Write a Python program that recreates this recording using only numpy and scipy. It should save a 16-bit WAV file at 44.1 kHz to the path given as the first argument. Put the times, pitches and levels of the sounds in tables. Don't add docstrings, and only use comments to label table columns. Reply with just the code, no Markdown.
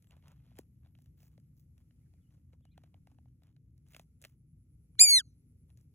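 import sys
import numpy as np
from scipy import signal
from scipy.fft import rfft, irfft
from scipy.io import wavfile
from scipy.ndimage import uniform_filter1d

SR = 44100
rng = np.random.default_rng(int(sys.argv[2]) if len(sys.argv) > 2 else 0)


def ratio_of_db(decibels):
    return 10 ** (np.asarray(decibels, float) / 20)


def persist_wave(psi):
    counts = np.round(np.clip(psi, -1, 1) * 32767).astype(np.int16)
    wavfile.write(sys.argv[1], SR, np.atleast_2d(counts).T)


N = 262262
TIME = np.arange(N) / SR
HZ = np.arange(N // 2 + 1) * SR / N + 1e-6


def curves(rows, smooth=1):
    s, *columns = np.transpose(rows)
    lines = [np.interp(TIME, s, column) for column in columns]
    return [uniform_filter1d(uniform_filter1d(line, smooth), smooth) for line in lines]


def on_log(rows):
    hz, db = np.transpose(rows)
    return np.interp(np.log(HZ), np.log(hz), db)


def level(x, db):
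    return x * ratio_of_db(db) / np.sqrt(np.mean(x ** 2))


def band(x, lo_hz, hi_hz):
    return signal.sosfilt(signal.butter(2, [lo_hz, hi_hz], "band", fs=SR, output="sos"), x)


def walk(rate):
    k = int(SR / rate)
    held = np.repeat(rng.standard_normal(N // k + 1), k)
    return 1.4 * uniform_filter1d(uniform_filter1d(held, k), k)[:N]


def bump(x, centre, width, db):
    return db / (1 + (2 * (x - centre) / width) ** 2)


def ports(x, pan_db):
    # frequency in Hz, left port's lead in radians.
    port_lead = [(0, 0.5), (1400, 1.11), (2000, 0.7), (2200, 0.4), (2300, 1.3), (2450, 0.5), (3200, 1.5),
                 (4200, 2.1), (4900, 3.49), (6200, 5.9), (7400, 7.5), (9800, 10.9), (12300, 15),
                 (16000, 20.0)]
    half_lead = np.interp(HZ, *np.transpose(port_lead)) / 2
    power_ratio = ratio_of_db(pan_db) ** 2
    left = np.sqrt(power_ratio) * np.exp(1j * half_lead)
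    right = np.exp(-1j * half_lead)
    gains = np.sqrt(2 / (1 + power_ratio)) * np.array([left, right])
    return irfft(rfft(x) * gains, N)


def diffuse(colour):
    # frequency in Hz, side minus mid in dB.
    side_spread = [(60, -24.5), (110, -20.5), (200, -16), (380, -5.5), (700, 3.5), (1290, 2), (2380, 2.5),
                   (4400, 6), (8120, -0.5), (15000, -3)]
    spread = np.array([np.ones_like(HZ), ratio_of_db(on_log(side_spread))])
    noise = irfft(rfft(rng.standard_normal((2, N))) * spread * colour, N)
    return noise / noise[0].std()


def traffic():
    # frequency in Hz, density in dB per Hz.
    rumble_tone = [(15, -53.5), (25, -21), (62, -6), (80, -1), (97, -1.5), (135, -6), (160, -5.5),
                   (259, -23.5), (279, -15.5), (333, -25.5), (409, -42), (441, -41.5), (520, -38.5),
                   (680, -72), (1140, -120)]
    # centre in Hz, width in Hz, level in dB.
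    engines = [(62.6, 11, -70.5), (84.8, 6, -76), (122.3, 3.9, -69.5), (148.06, 3.5, -72),
               (242.6, 6, -78.5)]
    # time in seconds, width in seconds, swell in dB.
    cars = [
        (0, 2.4, 9.5),
        (4.1, 1.3, 8.5),
        (5.65, 1.1, 12),
    ]
    rumble = diffuse(ratio_of_db(on_log(rumble_tone))) * ratio_of_db(-63 + 0.79 * walk(1.2))
    for hz, width_hz, db in engines:
        rumble[0] += level(band(rng.standard_normal(N), hz - width_hz / 2, hz + width_hz / 2), db)
    road = band(band(rng.standard_normal(N), 330, 470), 330, 470)
    road_db = -100 + sum(bump(TIME, *car) for car in cars) + 2.5 * walk(6)
    rumble[0] += ratio_of_db(road_db) * level(road, 0)
    return rumble


def air():
    # frequency in Hz, density in dB per Hz.
    air_tone = [(290, -31), (500, -8), (680, -26), (753, -15.5), (1130, -32), (1370, -16), (1520, -32),
                (2160, -20), (3500, -33), (7600, -23), (8660, -29.5), (10000, -16.5), (16500, -36)]
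    return diffuse(ratio_of_db(on_log(air_tone))) * ratio_of_db(-93.5 + 1.8 * walk(4))


def insect_chorus():
    # time in seconds, level in dB.
    chorus_swell = [
        (0, -91.5),
        (3.6, -103.5),
        (5.95, -96),
    ]
    colour = np.exp(-((HZ - 11500) / 600) ** 2)
    return diffuse(colour) * ratio_of_db(curves(chorus_swell)[0] + 1.68 * walk(45))


def ambience():
    mid, side = traffic() + air() + insect_chorus()
    return np.array([(mid + side) * ratio_of_db(0.47), (mid - side) * ratio_of_db(-0.42)])


def songbirds():
    hook = [(0, .87), (.35, 1), (.6, .93), (1, 0.57)]
    flick = [(0, .86), (.15, 1), (.3, .8), (.42, .82), (.65, .77), (1, .88)]
    slide = [(0, 0.98), (1, .93)]
    leap = [(0, .74), (.27, .81), (.42, 1), (.62, .73), (.76, 0.57), (1, .61)]
    # start in seconds, length in seconds, top pitch in Hz, peak in dB.
    hooks = [
        (2.01, .06, 2350, -93.5),
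        (2.146, .04, 2420, -88.5),
        (2.7, 0.063, 2460, -87),
        (0.35, .075, 3350, -92),
    ]
    flicks = [
        (2.205, .085, 3650, -94),
        (2.62, .075, 3700, -90),
    ]
    slides = [
        (.075, .025, 8000, -82),
        (.388, .03, 2620, -90),
        (2.32, .025, 3200, -99),
        (1.906, .008, 3250, -85),
    ]
    leaps = [
        (2.688, .078, 4250, -88),
    ]
    out = np.zeros(N)
    for shape, notes in ((hook, hooks), (flick, flicks), (slide, slides), (leap, leaps)):
        for s, length, top_hz, db in notes:
            hz, = curves([(s + part * length, pitch * top_hz) for part, pitch in shape], smooth=150)
            swell = np.sin(np.pi * np.clip((TIME - s) / length, 0, 1)) ** 0.32
            out += ratio_of_db(db + 3.7 * walk(120)) * swell * np.sin(2 * np.pi * np.cumsum(hz) / SR)
    foliage = rng.standard_normal(2500) * np.exp(-np.arange(2500) / 500)
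    smeared = signal.fftconvolve(out, foliage / np.linalg.norm(foliage))[:N]
    return .6 * out + 1.1 * smeared


def katydid():
    stroke_every_s, stroke_end_s, tooth_hz = .1103, 5.526, 131
    left_s = (stroke_end_s - TIME) % stroke_every_s
    tooth = np.sin(np.pi * left_s * tooth_hz) ** 4
    stroke = ratio_of_db(-160 * np.maximum(left_s - .035, 0)) * (left_s < 9 / tooth_hz)
    warming_db = -24 * np.exp(np.minimum(3.5 - TIME, 1) / .6)
    stopping_db = -90 * np.maximum(TIME - 5.76, 0)
    wing = np.sin(2 * np.pi * np.cumsum(10120 + 25 * walk(130)) / SR)
    return np.sqrt(2) * ratio_of_db(-78 + warming_db + stopping_db) * stroke * tooth * wing


def rustle():
    # time in seconds, level in dB.
    stir = [
        (0, -90),
        (.55, -85),
        (.7, -102),
        (2.5, -100.5),
        (4.4, -110),
        (5.95, -110),
    ]
    # start in seconds, length in seconds, level in dB,
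    # dryness in dB per band.
    swishes = [(0.096, 0.11, -90, -8.5), (0.235, 0.12, -81, -7.5), (0.445, 0.094, -96, -6),
               (0.558, 0.083, -81, -3.5), (0.823, 0.11, -96, -7.5), (0.947, 0.19, -94, 2),
               (1.17, 0.13, -79.5, 2.8), (1.27, 0.13, -92.5, -0.5), (1.557, 0.09, -93.5, 8.5),
               (1.764, 0.07, -90, -3.7), (2.3, 0.1, -95.5, -5), (2.524, 0.043, -92.5, -7.4),
               (2.75, 0.18, -97, -5.5), (2.926, 0.064, -94, -7), (3.066, 0.12, -95.5, -6.5),
               (3.418, 0.12, -92, -6.7), (3.855, 0.056, -88, -1), (3.891, 0.16, -78, 2.2),
               (4.197, 0.16, -81, 0.5), (5.678, 0.061, -95, -4), (5.761, 0.098, -91.5, 0)]
    leaf_bands_db = [0.16, 0.71, 0.1, -0.8]
    below_db, = curves(stir)
    above_db = -102 + .3 * (below_db + 102)
    sizes = ratio_of_db([below_db - 2.0, below_db, above_db, above_db - 8.0])
    for s, length, db, dry_db in swishes:
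        part = np.clip((TIME - s) / length, 0, 1)
        swell = np.sin(np.pi * part ** 0.62) ** 1.07
        sizes = sizes + np.outer(ratio_of_db(db + dry_db * (np.arange(4) - 3 / 2) + leaf_bands_db), swell)
    grains = (rng.random(N) < 350 / SR) * ratio_of_db(np.minimum(5.1 * rng.exponential(size=N), 11.0))
    crackle = .45 + level(signal.lfilter([1], [1, -.975], grains), -3)
    low, middle, high, top = sizes
    layers = [(400, 1300, low), (1300, 3800, middle), (4500, 9500, high),
              (9500, 12500, .6 * np.sqrt(high * top)), (13800, 15300, top)]
    out = np.zeros(N)
    for lo_hz, hi_hz, size in layers:
        out += size * ratio_of_db(2.0 * walk(23)) * level(band(rng.standard_normal(N), lo_hz, hi_hz), -2.0)
    return crackle * out


def ticks():
    # start in seconds, knock in dB, pitch in Hz, crispness in dB.
    knocks = [(0.167, -63.5, 640, -8), (0.244, -78, 767, -13), (0.465, -73, 490, -4),
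              (0.516, -65, 704, -30), (0.861, -67.5, 713, -14), (0.988, -67.5, 730, -4),
              (1.23, -65.5, 690, 0.5), (1.379, -60.5, 570, -13.5), (2.138, -70, 695, -7),
              (2.377, -76, 485, -16), (2.533, -62.5, 500, -16), (2.608, -74.5, 522, -9),
              (2.653, -63.5, 735, -7), (2.778, -52, 740, -12), (2.837, -58.5, 659, -12),
              (2.865, -78, 684, -12), (2.943, -58.5, 725, -22), (3.072, -58, 740, -8.5),
              (3.116, -66, 770, -12), (3.186, -60.5, 764, -30), (3.257, -65.5, 766, -28),
              (3.421, -69, 700, -19), (3.996, -50, 680, -3), (4.953, -72, 1200, -9)]
    # start in seconds, snap in dB, crispness in dB.
    twig_snaps = [(0.044, -71, 1), (0.071, -67.5, -4), (0.109, -59, -5.5), (0.121, -60.5, -14),
                  (0.226, -67, -16), (0.282, -56, -3.5), (0.556, -64, -12), (0.571, -63, -3),
                  (0.588, -50.5, 5.5), (0.85, -68.5, -18), (0.952, -62.5, -20), (1.06, -68, 0),
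                  (1.78, -68.5, -0.5), (1.909, -67, -28), (2.307, -72, -19), (2.339, -76, -7),
                  (2.841, -67, -19), (2.965, -78, -13), (3.284, -75, -11), (3.435, -64.5, -3.5),
                  (3.47, -71.5, -1), (3.565, -67, -15), (3.935, -57.5, -1), (3.948, -46, -13),
                  (3.965, -46, -4), (4.241, -47, -4), (4.25, -42.5, -5.5), (4.255, -52.5, -13.5),
                  (5.703, -67, -3.5), (5.939, -76.5, -4)]
    # start in seconds, tick in dB.
    leaf_ticks = [(0.025, -65), (0.318, -66), (0.564, -67), (0.612, -67), (1.021, -67.5), (1.043, -73),
                  (1.324, -76), (1.4, -71.5), (1.597, -70), (3.779, -71), (3.886, -63.5), (4.217, -54),
                  (4.224, -53), (5.774, -61.5), (5.811, -69)]
    # start s, knock dB, knock Hz, snap dB, tick dB; a bone's snap follows its crispness
    hits = [(s, db, hz, db + 0.5 + .35 * crisp_db, db + crisp_db) for s, db, hz, crisp_db in knocks]
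    hits += [(s, db - 10.5, 623, db, db + crisp_db) for s, db, crisp_db in twig_snaps]
    hits += [(s, db - 14.5, 560, db - 7.5, db) for s, db in leaf_ticks]
    out = np.zeros(N + 4096)
    t = np.arange(2048) / SR
    burst = (1 - np.exp(-t / 0.0015)) * (2.61 * np.exp(-t / 0.001) + 0.059 * np.exp(-t / 0.012))
    late = np.maximum(t - .002, 0)
    for s, knock_db, hz, snap_db, tick_db in hits:
        knock = np.sin(2 * np.pi * hz * late) * np.exp(-late * hz / 1.28) * 1.77
        snap = level(band(rng.standard_normal(2048), 1350, 3800), 1.6) * burst
        tick = level(band(rng.standard_normal(2048), 5000, 13500), 3.47) * burst
        i = int(s * SR) - 40
        out[i:i + 2048] += ratio_of_db(knock_db) * knock + ratio_of_db(snap_db) * snap + ratio_of_db(tick_db) * tick
    return out[:N]


def thud():
    body_drop = (.5912, -39.5, 205, 300)
    s, db, hz, more_hz = body_drop
    t = np.maximum(TIME - s, 0)
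    turns = hz * t + more_hz * .003 * (1 - np.exp(-t / 0.0024))
    return ratio_of_db(db) * 2 * np.sin(2 * np.pi * turns) * np.exp(-t / 0.0027) * np.minimum(t / 0.0012, 1)


def trunks(voice):
    t60_s, stand_s = .7, .13
    t = TIME[:SR // 3]
    stand = 1 + 4 * np.exp(-((t - stand_s) / .03) ** 2)
    shape = np.minimum(t / .07, 1) ** 2 * ratio_of_db(-60 * t / t60_s) * stand
    answer = shape * rng.standard_normal(len(t))
    bright = band(band(voice, 3200, 6800), 5000, 7000)
    return ratio_of_db(-51) * signal.fftconvolve(bright, answer / np.linalg.norm(answer))[:N]


def hawk():
    # time in seconds, pitch in Hz, effort in dB, brightness in dB per octave.
    call = [
        (4.987, 1414, -69, -2),
        (4.997, 2276, -28, -0.35),
        (5.014, 2455, -22.5, 1.1),
        (5.034, 2463, -28, 1.53),
        (5.073, 2284, -29, -2),
        (5.117, 2213, -37, 3),
        (5.179, 2016, -37, 0),
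        (5.208, 1555, -48.5, -3.5),
        (5.226, 1210, -81, -33),
    ]
    # centre in Hz, width in Hz, peak or dip in dB.
    tract = [(2373, 470, -23.5), (2350.0, 150, 12.5), (3997, 2340, 16.5), (4260, 220, 2), (4650, 170, -12),
             (4960, 220, -6.5), (6600, 39, -7.5), (7318, 280.0, 8), (8250, 210, 4.5), (9180, 80.0, -5),
             (9850, 2270.0, 6), (10870, 170, -14), (11180, 160, 6), (11420, 90.0, -10), (12080, 240.0, -9),
             (13470, 2370, -23.5), (15040, 210, 10.5), (15230, 1200, -17.5), (16180, 230.0, -27)]
    hz, effort_db, tilt_db = curves(call, smooth=265)
    breath_db = np.clip(-48 + (2130 - hz) / 13, -48, -23)
    half_db = -48 - 150 * np.maximum(5.06 - TIME, 0) - 700 * np.maximum(TIME - 5.135, 0)
    on = (TIME > call[0][0] - .008) & (TIME < call[-1][0] + .008)
    hz, effort_db, tilt_db, breath_db, half_db = [x[on] for x in (hz, effort_db, tilt_db, breath_db, half_db)]
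    fade = signal.windows.tukey(on.sum(), .12)
    phase = 2 * np.pi * np.cumsum(hz) / SR
    detune_hz = 90 + 4200 * np.clip(5.085 - TIME[on], 0, .065) + 60 * walk(220)[on]
    drift = 2 * np.pi * np.cumsum(detune_hz) / SR
    voice = np.zeros(N)
    for k in (.5, 1, 1.5, 2, 3, 3.5, 4, 5, 6, 7):
        db = effort_db + tilt_db * np.log2(max(k, 1)) + sum(bump(k * hz, *mode) for mode in tract)
        db = db - np.maximum(k * hz - 15800, 0) / 10
        turn = k * phase + 2 * np.pi * rng.random()
        if k % 1:
            size = ratio_of_db(half_db) * min(k + .2, 1) * (.6 + .8 * walk(350)[on])
            shift = np.sign(k - 1) * drift
            line = np.sin(turn + shift) + 0.43 * np.sin(turn - shift)
        else:
            size = 1 + ratio_of_db(breath_db) * walk(900)[on]
            line = np.sin(turn)
        voice[on] += np.sqrt(2) * ratio_of_db(db) * size * fade * line
    return voice


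def scene():
    # frequency in Hz, left minus right in dB.
    litter_pan = [(60, 3.5), (110, 1.5), (200, 1.5), (380, 0), (700, 1.5), (1290, -2), (2380, -3.5),
                  (4400, 2), (8120, 1), (15000, -0.5)]
    # centre in Hz, width in Hz, dip in dB.
    hand_shade = (2320, 180, -16)
    far = np.outer([1, .8], songbirds()) + np.outer([1, .7], katydid())
    litter = ports(rustle() + ticks() + thud(), on_log(litter_pan))
    voice = hawk()
    bird = ports(voice, bump(HZ, *hand_shade)) + ports(trunks(voice), np.zeros_like(HZ))
    return ambience() + far + litter + bird


def roll_off(x):
    return signal.sosfilt(signal.butter(12, 16640, fs=SR, output="sos"), x)


def record(dry):
    cut = signal.sosfilt(signal.butter(3, 36, "high", fs=SR, output="sos"), dry)
    cut = signal.sosfilt(signal.ellip(8, .2, 70, 16000, fs=SR, output="sos"), cut)
    return roll_off(cut)


dry = scene()
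out = record(dry)
persist_wave(out)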